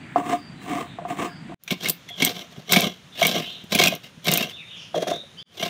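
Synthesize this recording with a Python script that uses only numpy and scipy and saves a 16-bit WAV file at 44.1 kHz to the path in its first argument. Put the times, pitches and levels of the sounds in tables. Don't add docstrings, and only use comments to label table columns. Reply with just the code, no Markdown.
import sys
import numpy as np
from scipy import signal
from scipy.fft import rfft, irfft
from scipy.io import wavfile
from scipy.ndimage import uniform_filter1d, map_coordinates

SR = 44100
rng = np.random.default_rng(int(sys.argv[2]) if len(sys.argv) > 2 else 0)


def digitize_waveform(pressure):
    field = np.atleast_2d(pressure).T
    bounded = np.clip(field, -1, 1)
    quanta = np.round(bounded * 32767).astype(np.int16)
    wavfile.write(sys.argv[1], SR, quanta)


N = 251137
TIME = np.arange(N) / SR
MOVE_S = 1.57

# frequency in Hz, relative density in dB per Hz.
GARDEN_FAR = [(30, -8), (90, -5.5), (170, 4.5), (300, -5), (480, -21), (700, -15.5), (1250, -19.5),
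              (1900, -16.5), (3500, -23.5), (5200, -39), (8000, -34), (11000, -50), (16000, -61)]
GARDEN_NEAR = [(30, -14), (90, -2.5), (165, 2.5), (320, -10.5), (500, -11.5), (850, -15.5), (1300, -13.5),
               (2200, -14.5), (3600, -13.5), (4600, -22), (6600, -20.5), (7600, -29), (10000, -34),
               (16000, -40)]
# start in s, length in s, first pitch in Hz, last pitch in Hz, relative level in dB,
# random pitch flutter (harshness) in Hz.
BIRD_CALLS = [(0.0, 0.06, 4570, 4620, -58.5, 90), (0.0, 0.16, 2324, 1790, -47.5, 346),
              (0.355, 0.168, 4770, 4660, -51.5, 109), (0.556, .09, 4070, 3900, -55.5, 89),
              (0.849, 0.093, 3870, 3505, -51.5, 256), (1.244, 0.18, 4910, 4670, -53.5, 159),
              (1.274, 0.062, 1744, 1420, -47, 88), (2.078, 0.085, 3430, 3280, -38, 77.6),
              (3.114, 0.07, 3550, 3380, -46, 150), (3.409, 0.12, 2900, 3100, -36.5, 188.5),
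              (3.427, 0.15, 3600, 3610, -41, 237), (4.504, .1, 3490, 3720, -41.5, 109),
              (4.557, 0.086, 3090, 2096, -43, 180), (4.651, 0.15, 3645, 3334, -45, 111.5),
              (4.689, .18, 3017, 3060, -41.5, 243.4), (4.759, .11, 5740, 5250, -49.5, 690),
              (4.942, 0.027, 3460, 3195, -33.5, 43.7), (5.082, 0.12, 3580, 3810, -37, 116.5),
              (5.371, 0.046, 2965, 3480, -38.5, 108), (5.378, 0.043, 4740, 4770, -46.5, 202)]
# frequency in Hz, time to fall 60 dB in s.
TREE_DECAY = [(1000, 0.7), (6000, 0.36)]
SHELTER_DECAY = [(150, 0.24), (700, 0.13), (3000, 0.25), (8000, 0.1), (15000, 0.17)]
# delay in s, level in dB.
REFLECTIONS = [(.0011, -21.5), (.0019, -11.5), (.0033, -16), (.0052, -18.5), (.0086, -15)]
# time in s, peak level in dB, pitch in Hz.
KNOCKS = [(0.159, -4.5, 701), (0.986, -21, 693), (1.017, -32, 620), (1.051, -19.5, 706),
          (1.495, -28.5, 325), (1.52, -29, 693), (1.718, -16.5, 193), (2.105, -37, 706), (2.223, -15, 260),
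          (2.37, -33, 700), (2.579, -27, 147), (2.765, -15, 690), (2.769, -11, 198), (2.865, -18, 189),
          (3.218, -9.5, 673), (3.386, -35, 180), (3.639, -33.5, 161), (3.752, -13, 200),
          (3.923, -19.5, 654), (4.175, -35, 157), (4.291, -17, 159), (4.944, -15, 682), (4.968, -22, 567),
          (5.028, -20, 680), (5.069, -19, 640), (5.116, -16, 686), (5.235, -40, 557), (5.627, -20, 666),
          (5.66, -23.5, 678)]
# frequency in Hz, bandwidth in Hz, relative level in dB.
SHELL_FAR = [(167, 52, -7.5), (293, 33.5, 3.5), (461, 115, -9), (636, 163, -11), (710.6, 29, 3.5),
             (1085, 130, -6), (1230, 96, -11.5)]
SHELL_NEAR = [(177.8, 32.5, 2.5), (281, 75, -3), (343, 93, -3), (483, 95, -1), (547, 202, -4),
              (715, 58.5, -0.5), (1043, 45, -11.5), (1197, 170, -13)]
SHELL_LIGHT = [(173, 23, -1.5), (310, 82, -1.5), (462, 122, 2), (602, 84, 5), (725, 29, 3.5),
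               (1080, 120, -51)]
BLADE = [(1618, 75, -8.5), (2139, 69, 1.5), (2390, 21, -3.5), (2550, 37, -5.5), (2710, 80, -13),
         (2930, 220, 0.5), (3350, 240, -4), (3890, 140, -3.5), (3940, 120, -3.5), (5100, 95, -40),
         (5640, 260, -11.5), (6100, 140, -26), (9260, 56, -17)]
# full pressure at s, attack in s per 20 dB, hold in s, release in s per 20 dB,
# relative shell level in dB, relative rasp level in dB.
PUSHES = [(0.178, .02, 0.0094, 0.056, -18, -39.5), (0.306, 0.098, 0.029, 0.049, -19, -35),
          (0.625, .025, .04, .06, -41.5, -49), (0.691, 0.05, 0.12, 0.052, -24.5, -39.5),
          (1.094, 0.02, 0.013, 0.07, -23.5, -39.5), (1.196, 0.051, 0.059, 0.041, -22, -36.5),
          (1.71, 0.021, .017, .018, -25, -25.5), (1.84, .045, 0.06, 0.024, -28.5, -26),
          (2.211, 0.037, 0.087, 0.059, -26, -24), (2.362, 0.073, 0.066, .05, -38, -36),
          (2.515, 0.018, 0.0086, 0.029, -46, -45.5), (2.575, 0.035, 0.0072, 0.069, -40, -44.5),
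          (2.698, 0.019, 0.013, 0.044, -23.5, -31.5), (2.721, 0.03, 0.061, 0.11, -19, -16.5),
          (2.809, 0.05, 0.057, 0.054, -22, -24), (3.221, 0.046, 0.039, 0.2, -21.5, -18.5),
          (3.35, 0.029, 0.035, 0.052, -21, -24), (3.722, 0.016, 0.04, 0.027, -20, -19.5),
          (3.786, 0.012, 0.092, 0.027, -18, -16.5), (3.927, 0.069, 0.0045, 0.042, -25.5, -28),
          (4.038, 0.023, 0.024, 0.049, -47, -43), (4.267, 0.021, 0.019, 0.032, -19, -17.5),
          (4.313, 0.017, 0.11, 0.09, -23.5, -23.5), (4.499, .03, 0.0055, 0.026, -48, -34),
          (5.618, 0.067, 0.046, 0.052, -29, -27)]
# the same columns, in s and dB.
SKIPS = [(4.948, 0.0075, 0.031, 0.054, -19.5, -42), (5.022, 0.028, 0.013, 0.016, -22, -37.5),
         (5.074, 0.016, 0.043, 0.045, -21.5, -37.5), (5.152, 0.028, 0.0072, 0.041, -29.5, -45.5)]
# frequency in Hz, relative density in dB per Hz.
TEARING_FAR = [(300, -4.5), (1200, -3.5), (2000, 4), (3400, -2.5), (4600, -13), (6500, -10.5), (8000, -10),
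               (9700, -20), (10500, -23.5), (13500, -22), (16000, -24.5)]
TEARING_NEAR = [(60, -54.5), (200, -20), (600, -5), (1400, -5.5), (2400, 0.5), (3500, 5), (4400, -2),
                (6000, -3), (8000, -14), (10500, -21), (13500, -12), (16000, -16.5)]
TEARING_LIGHT = [(300, -14), (1500, -1.5), (2500, -2), (4000, 1), (4500, -7.5), (6300, -3.5), (7600, -16),
                 (9500, -15.5), (12000, -18), (16000, -21)]
SLIDE_FAR = [(2000, -35.5), (5000, -17), (7500, -2), (8600, -7), (9300, 3), (10200, -19), (13000, -11.5),
             (14500, -9.5), (15300, -0.5), (16000, -6.5)]
FIZZ = [(1000, -40.5), (4500, -11), (6500, -4), (8500, -1), (10500, -7), (12500, 5.5), (14500, -4.5),
        (16000, -4.5)]
# time in s, relative level in dB.
SNAPS = [(1.637, -24), (1.713, -23), (1.887, -12.5), (1.897, -9), (1.901, -10.5), (2.099, -39),
         (2.2494, -2.5), (2.724, -4.5), (2.736, -14), (2.807, -13.5), (3.2688, -7.5), (3.641, -45),
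         (3.752, -4), (3.8382, -8), (3.872, -12), (3.8815, -11.5), (3.952, -25), (4.246, -30), (4.284, -21),
         (4.316, -12), (4.338, -3.5), (4.364, -20), (4.3747, -6.5), (4.426, -23.5)]
# time of release in s, relative level in dB, ring in Hz.
CATCHES = [(1.677, -18, 2310), (1.706, -12.5, 2255), (1.8547, -11, 2144), (2.088, -27.5, 2050),
           (2.221, -4.5, 2220), (2.260, -14.5, 2190), (2.692, -17.5, 2200), (2.731, -4.5, 2214),
           (2.761, -1.5, 2265), (2.8169, -12, 2300), (3.227, -4.5, 2190), (3.249, -6, 2296),
           (3.719, -19, 2165), (3.748, -8.5, 2420), (3.788, -5, 2230), (3.811, -7.5, 2174),
           (3.8355, -5.5, 2480), (3.8711, -3, 2510), (4.265, -15, 2180), (4.281, -12, 2290),
           (4.3186, -11.5, 2050), (4.379, -12.5, 2530), (4.426, -13.5, 2720), (5.6254, -16, 2280),
           (5.6495, -23, 2320)]
# start in s, mean pitch in Hz, mean level in dB.
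INSECTS = [(2.9, 9230, -72), (4.5, 10200, -75)]
# almost silent from s, fading in from s, full again at s.
DROPOUTS = [(1.545, 1.589, 1.71), (5.428, 5.452, 5.60)]


def amp(db):
    return 10 ** (np.asarray(db) / 20)


def along(points, hz):
    f, v = np.transpose(points)
    return np.interp(np.log(hz + 1), np.log(f + 1), v)


def wobble(rate):
    knots = rng.standard_normal(int(N * rate / SR) + 4)
    return map_coordinates(knots, [TIME * rate])


def through(x, response):
    return signal.fftconvolve(x, response)[:N]


def add(track, s, sound):
    room = track[max(round(s * SR), 0):][:len(sound)]
    room += sound[:len(room)]


def colour(spectrum, size=2048):
    log_gain = np.log(amp(along(spectrum, np.fft.rfftfreq(size, 1 / SR))))
    cepstrum = irfft(log_gain)
    response = irfft(np.exp(rfft(2 * cepstrum[:size // 2], size)))
    return response / np.linalg.norm(response)


def body(modes, size=4096):
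    t = np.arange(size) / SR
    response = np.zeros(size)
    for k, (hz, width, db) in enumerate(modes):
        decay = np.exp(-np.pi * width * t)
        response += (-1) ** k * amp(db) * width * decay * np.cos(2 * np.pi * hz * t)
    return response / np.linalg.norm(response)


def varied(modes, level_db=3, detune=0.019):
    chance = rng.standard_normal((len(modes), 2))
    return [(hz * (1 + detune * a), width, db + level_db * b)
            for (hz, width, db), (a, b) in zip(modes, chance)]


def echo(x, decay):
    hz, t, z = signal.stft(rng.standard_normal(SR // 2), SR, nperseg=256)
    fading = z * amp(-60 * t / along(decay, hz)[:, None])
    tail = signal.istft(fading, SR, nperseg=256)[1]
    delayed = np.pad(tail / np.linalg.norm(tail), (SR // 200, 0))
    return through(x, delayed)


def garden(far_db=-42, near_db=-50):
    far_level = amp(far_db + wobble(11.27))
    far = far_level * through(rng.standard_normal(N), colour(GARDEN_FAR))
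    near_level = amp(near_db + 1.3 * wobble(8.18))
    near = near_level * through(rng.standard_normal(N), colour(GARDEN_NEAR))
    return np.where(TIME < MOVE_S, far, near)


def birds(flutter_rate=600, direct_db=-3, echo_db=-3):
    song = np.zeros(N)
    for s, length, first_hz, last_hz, db, harsh_hz in BIRD_CALLS:
        u = np.clip((TIME - s) / length, 0, 1)
        hz = first_hz + (last_hz - first_hz) * u + harsh_hz * wobble(flutter_rate)
        swell = np.sqrt(8 * u * (1 - u))
        song += amp(db) * swell * np.sin(2 * np.pi * np.cumsum(hz) / SR)
    return amp(direct_db) * song + amp(echo_db) * echo(song, TREE_DECAY)


def bounced(x, lowest_hz=2500):
    treble = signal.lfilter(*signal.butter(1, lowest_hz, "high", fs=SR), x)
    out = x.copy()
    for delay, db in REFLECTIONS:
        add(out, delay, amp(db) * treble)
    return out


def knocks(t60=0.075, attack=0.001, wood_db=-3, contact_t60=0.1, contact_db=-14):
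    out, t = np.zeros(N), np.arange(SR // 8) / SR
    for s, db, hz in KNOCKS:
        hardness = colour([(hz / 4, -15), (hz, 0), (hz * 1.4, 0), (hz * 2.37, -8),
                           (hz * 4, -22), (hz * 10, -40), (hz * 20, -60)])
        thump = np.sin(2 * np.pi * hz * t) * amp(-60 * t / t60) * (1 - np.exp(-t / attack))
        shell = body(SHELL_FAR if s < MOVE_S else SHELL_NEAR)
        wood = signal.fftconvolve(shell, hardness)[:len(t)]
        rubbing = rng.standard_normal(len(t)) * amp(-60 * t / contact_t60)
        grate = signal.fftconvolve(rubbing, hardness)[:len(t)]
        blow = thump / np.abs(thump).max() + amp(wood_db) * wood / np.abs(wood).max() + amp(contact_db) * grate
        add(out, s, amp(db) * blow / np.abs(blow).max())
    return out


def pressure(pushes, sag_db_per_s, ease_db=20):
    gains = np.zeros((2, N))
    for s, attack, hold, release, shell_db, rasp_db in pushes:
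        t = TIME - s
        ease = np.maximum(-t, 0) / attack + np.maximum(t - hold, 0) / release
        sag_db = sag_db_per_s * (np.clip(t, 0, hold) - hold / 2)
        shape_db = -ease_db * ease - sag_db
        gains = np.maximum(gains, amp([shell_db + shape_db, rasp_db + shape_db]))
    return gains


def teeth(rate, spread_db, judder_rate, judder_db):
    happens = rng.random(N) < rate / SR
    strength = amp(spread_db * np.clip(rng.standard_normal(N), -2, 2))
    slips = happens * rng.choice([-1, 1], N) * strength
    force = slips * amp(judder_db * np.tanh(wobble(judder_rate)))
    power = np.abs(uniform_filter1d(force ** 2, SR // 30))
    return force / np.sqrt(power + 1e-9)


def far_strokes(slide_db=-51, slide_grows=.6, firm_db=-38):
    pushes = [push for push in PUSHES if push[0] < MOVE_S]
    shell, rasp = pressure(pushes, sag_db_per_s=6.5)
    force = teeth(rate=3000, spread_db=5.5, judder_rate=150, judder_db=3)
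    slide = amp(slide_db) * (rasp / amp(firm_db)) ** slide_grows * rng.standard_normal(N)
    cutting = amp(2.5) * through(force * rasp, colour(TEARING_FAR)) + through(slide, colour(SLIDE_FAR))
    return amp(-4) * through(force * shell, body(SHELL_FAR)) + cutting


def snaps(snap_hz=12950, scatter=.06, t60=.004, tail_t60=0.025, tail_db=-21, level_db=6, skirt_db=-13):
    out, t = np.zeros(N), np.arange(SR // 30) / SR
    for s, db in SNAPS:
        hz = snap_hz * np.exp(scatter * rng.standard_normal())
        decay = amp(-60 * t / t60) + amp(tail_db - 60 * t / tail_t60)
        crack = rng.standard_normal(len(t)) * decay
        bright = colour([(hz / 10, -25), (hz / 2, -6), (hz * 1.0, -9), (hz, 0), (hz * 1.73, skirt_db)])
        tick = signal.fftconvolve(crack, bright)
        add(out, s, amp(db + level_db) * tick / np.abs(tick).max())
    return out


def catches(bright_db=-7, overtones_db=-4, level_db=-7, t60=0.044, attack=.0004, note_width_hz=70):
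    out, t = np.zeros(N), np.arange(SR // 15) / SR
    flesh = colour(TEARING_NEAR)
    for s, db, hz in CATCHES:
        rip = rng.standard_normal(len(t)) * amp(-60 * t / t60) * (1 - np.exp(-t / attack))
        note = body([(hz, note_width_hz, 0)])
        overtones = body(varied(BLADE))
        for response, share_db in ((note, 0), (overtones, overtones_db), (flesh, bright_db)):
            sound = signal.fftconvolve(rip, response)
            opening = 2 * np.std(sound[:SR // 100])
            add(out, s, amp(db + level_db + share_db) * sound / opening)
    return out


def sticking(hold_s=0.0085, hush_db=-9):
    held = np.zeros(N)
    for s, *_ in CATCHES:
        grip = np.clip(2 * (1 - (s - TIME) / hold_s), 0, 1)
        held = np.maximum(held, grip * (TIME < s))
    return amp(hush_db * held)


def near_strokes(fizz_db=-33, fizz_grows=1.1, firm_db=-18):
    pushes = [push for push in PUSHES if push[0] > MOVE_S]
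    shell, rasp = pressure(pushes, sag_db_per_s=55) * sticking()
    fizz = amp(fizz_db) * (rasp / amp(firm_db)) ** fizz_grows
    force = teeth(rate=2200, spread_db=3.5, judder_rate=180, judder_db=5.5)
    crumbs = teeth(rate=2300, spread_db=6, judder_rate=200, judder_db=5)
    place = wobble(25)
    steel = np.zeros(N)
    for share in (np.cos(place), np.sin(place)):
        steel += through(force * rasp * share, body(varied(BLADE)))
    tearing = amp(-7.0) * through(force * rasp, colour(TEARING_NEAR))
    crackle = amp(-5) * through(crumbs * fizz, colour(FIZZ))
    hollow = amp(-3.5) * through(force * shell, body(SHELL_NEAR))
    return hollow + amp(-4.5) * steel + tearing + crackle


def insects(shimmer_hz=35, swell_s=0.2):
    whine = np.zeros(N)
    for s, hz, db in INSECTS:
        level = np.clip((TIME - s) / swell_s, 0, 1) * amp(db + 1.1 * wobble(1.6))
        pitch = hz + shimmer_hz * wobble(330)
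        whine += level * np.sin(2 * np.pi * np.cumsum(pitch) / SR)
    return whine


def light_stroke():
    shell, rasp = pressure(SKIPS, sag_db_per_s=24)
    force = teeth(rate=1200, spread_db=2.5, judder_rate=130, judder_db=5.5)
    tearing = amp(3.5) * through(force * rasp, colour(TEARING_LIGHT))
    steel = amp(-1) * through(force * rasp, body(BLADE))
    return amp(-3.5) * through(force * shell, body(SHELL_LIGHT)) + tearing + steel


def scene():
    far = bounced(far_strokes())
    near = bounced(near_strokes() + light_stroke() + catches() + snaps() + knocks())
    shelter = echo(amp(-12) * far + amp(-15.5) * near, SHELTER_DECAY)
    return (far + near + shelter + birds() + insects() + garden())[None]


def record(dry, low_cut_hz=85, top_hz=15700, clip_level=.74):
    gain = np.ones(N)
    for off, fade, full in DROPOUTS:
        fade_in = np.clip((TIME - fade) / (full - fade), .01, 1)
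        gain *= np.where(TIME < off, 1, fade_in)
    thin = signal.lfilter(*signal.butter(2, low_cut_hz, "high", fs=SR), dry)
    clipped = np.clip(thin * gain, -clip_level, clip_level)
    top = signal.firwin(301, top_hz, window="blackman", fs=SR)
    return signal.fftconvolve(clipped, top[None], mode="same")


dry = scene()
out = record(dry)
digitize_waveform(out)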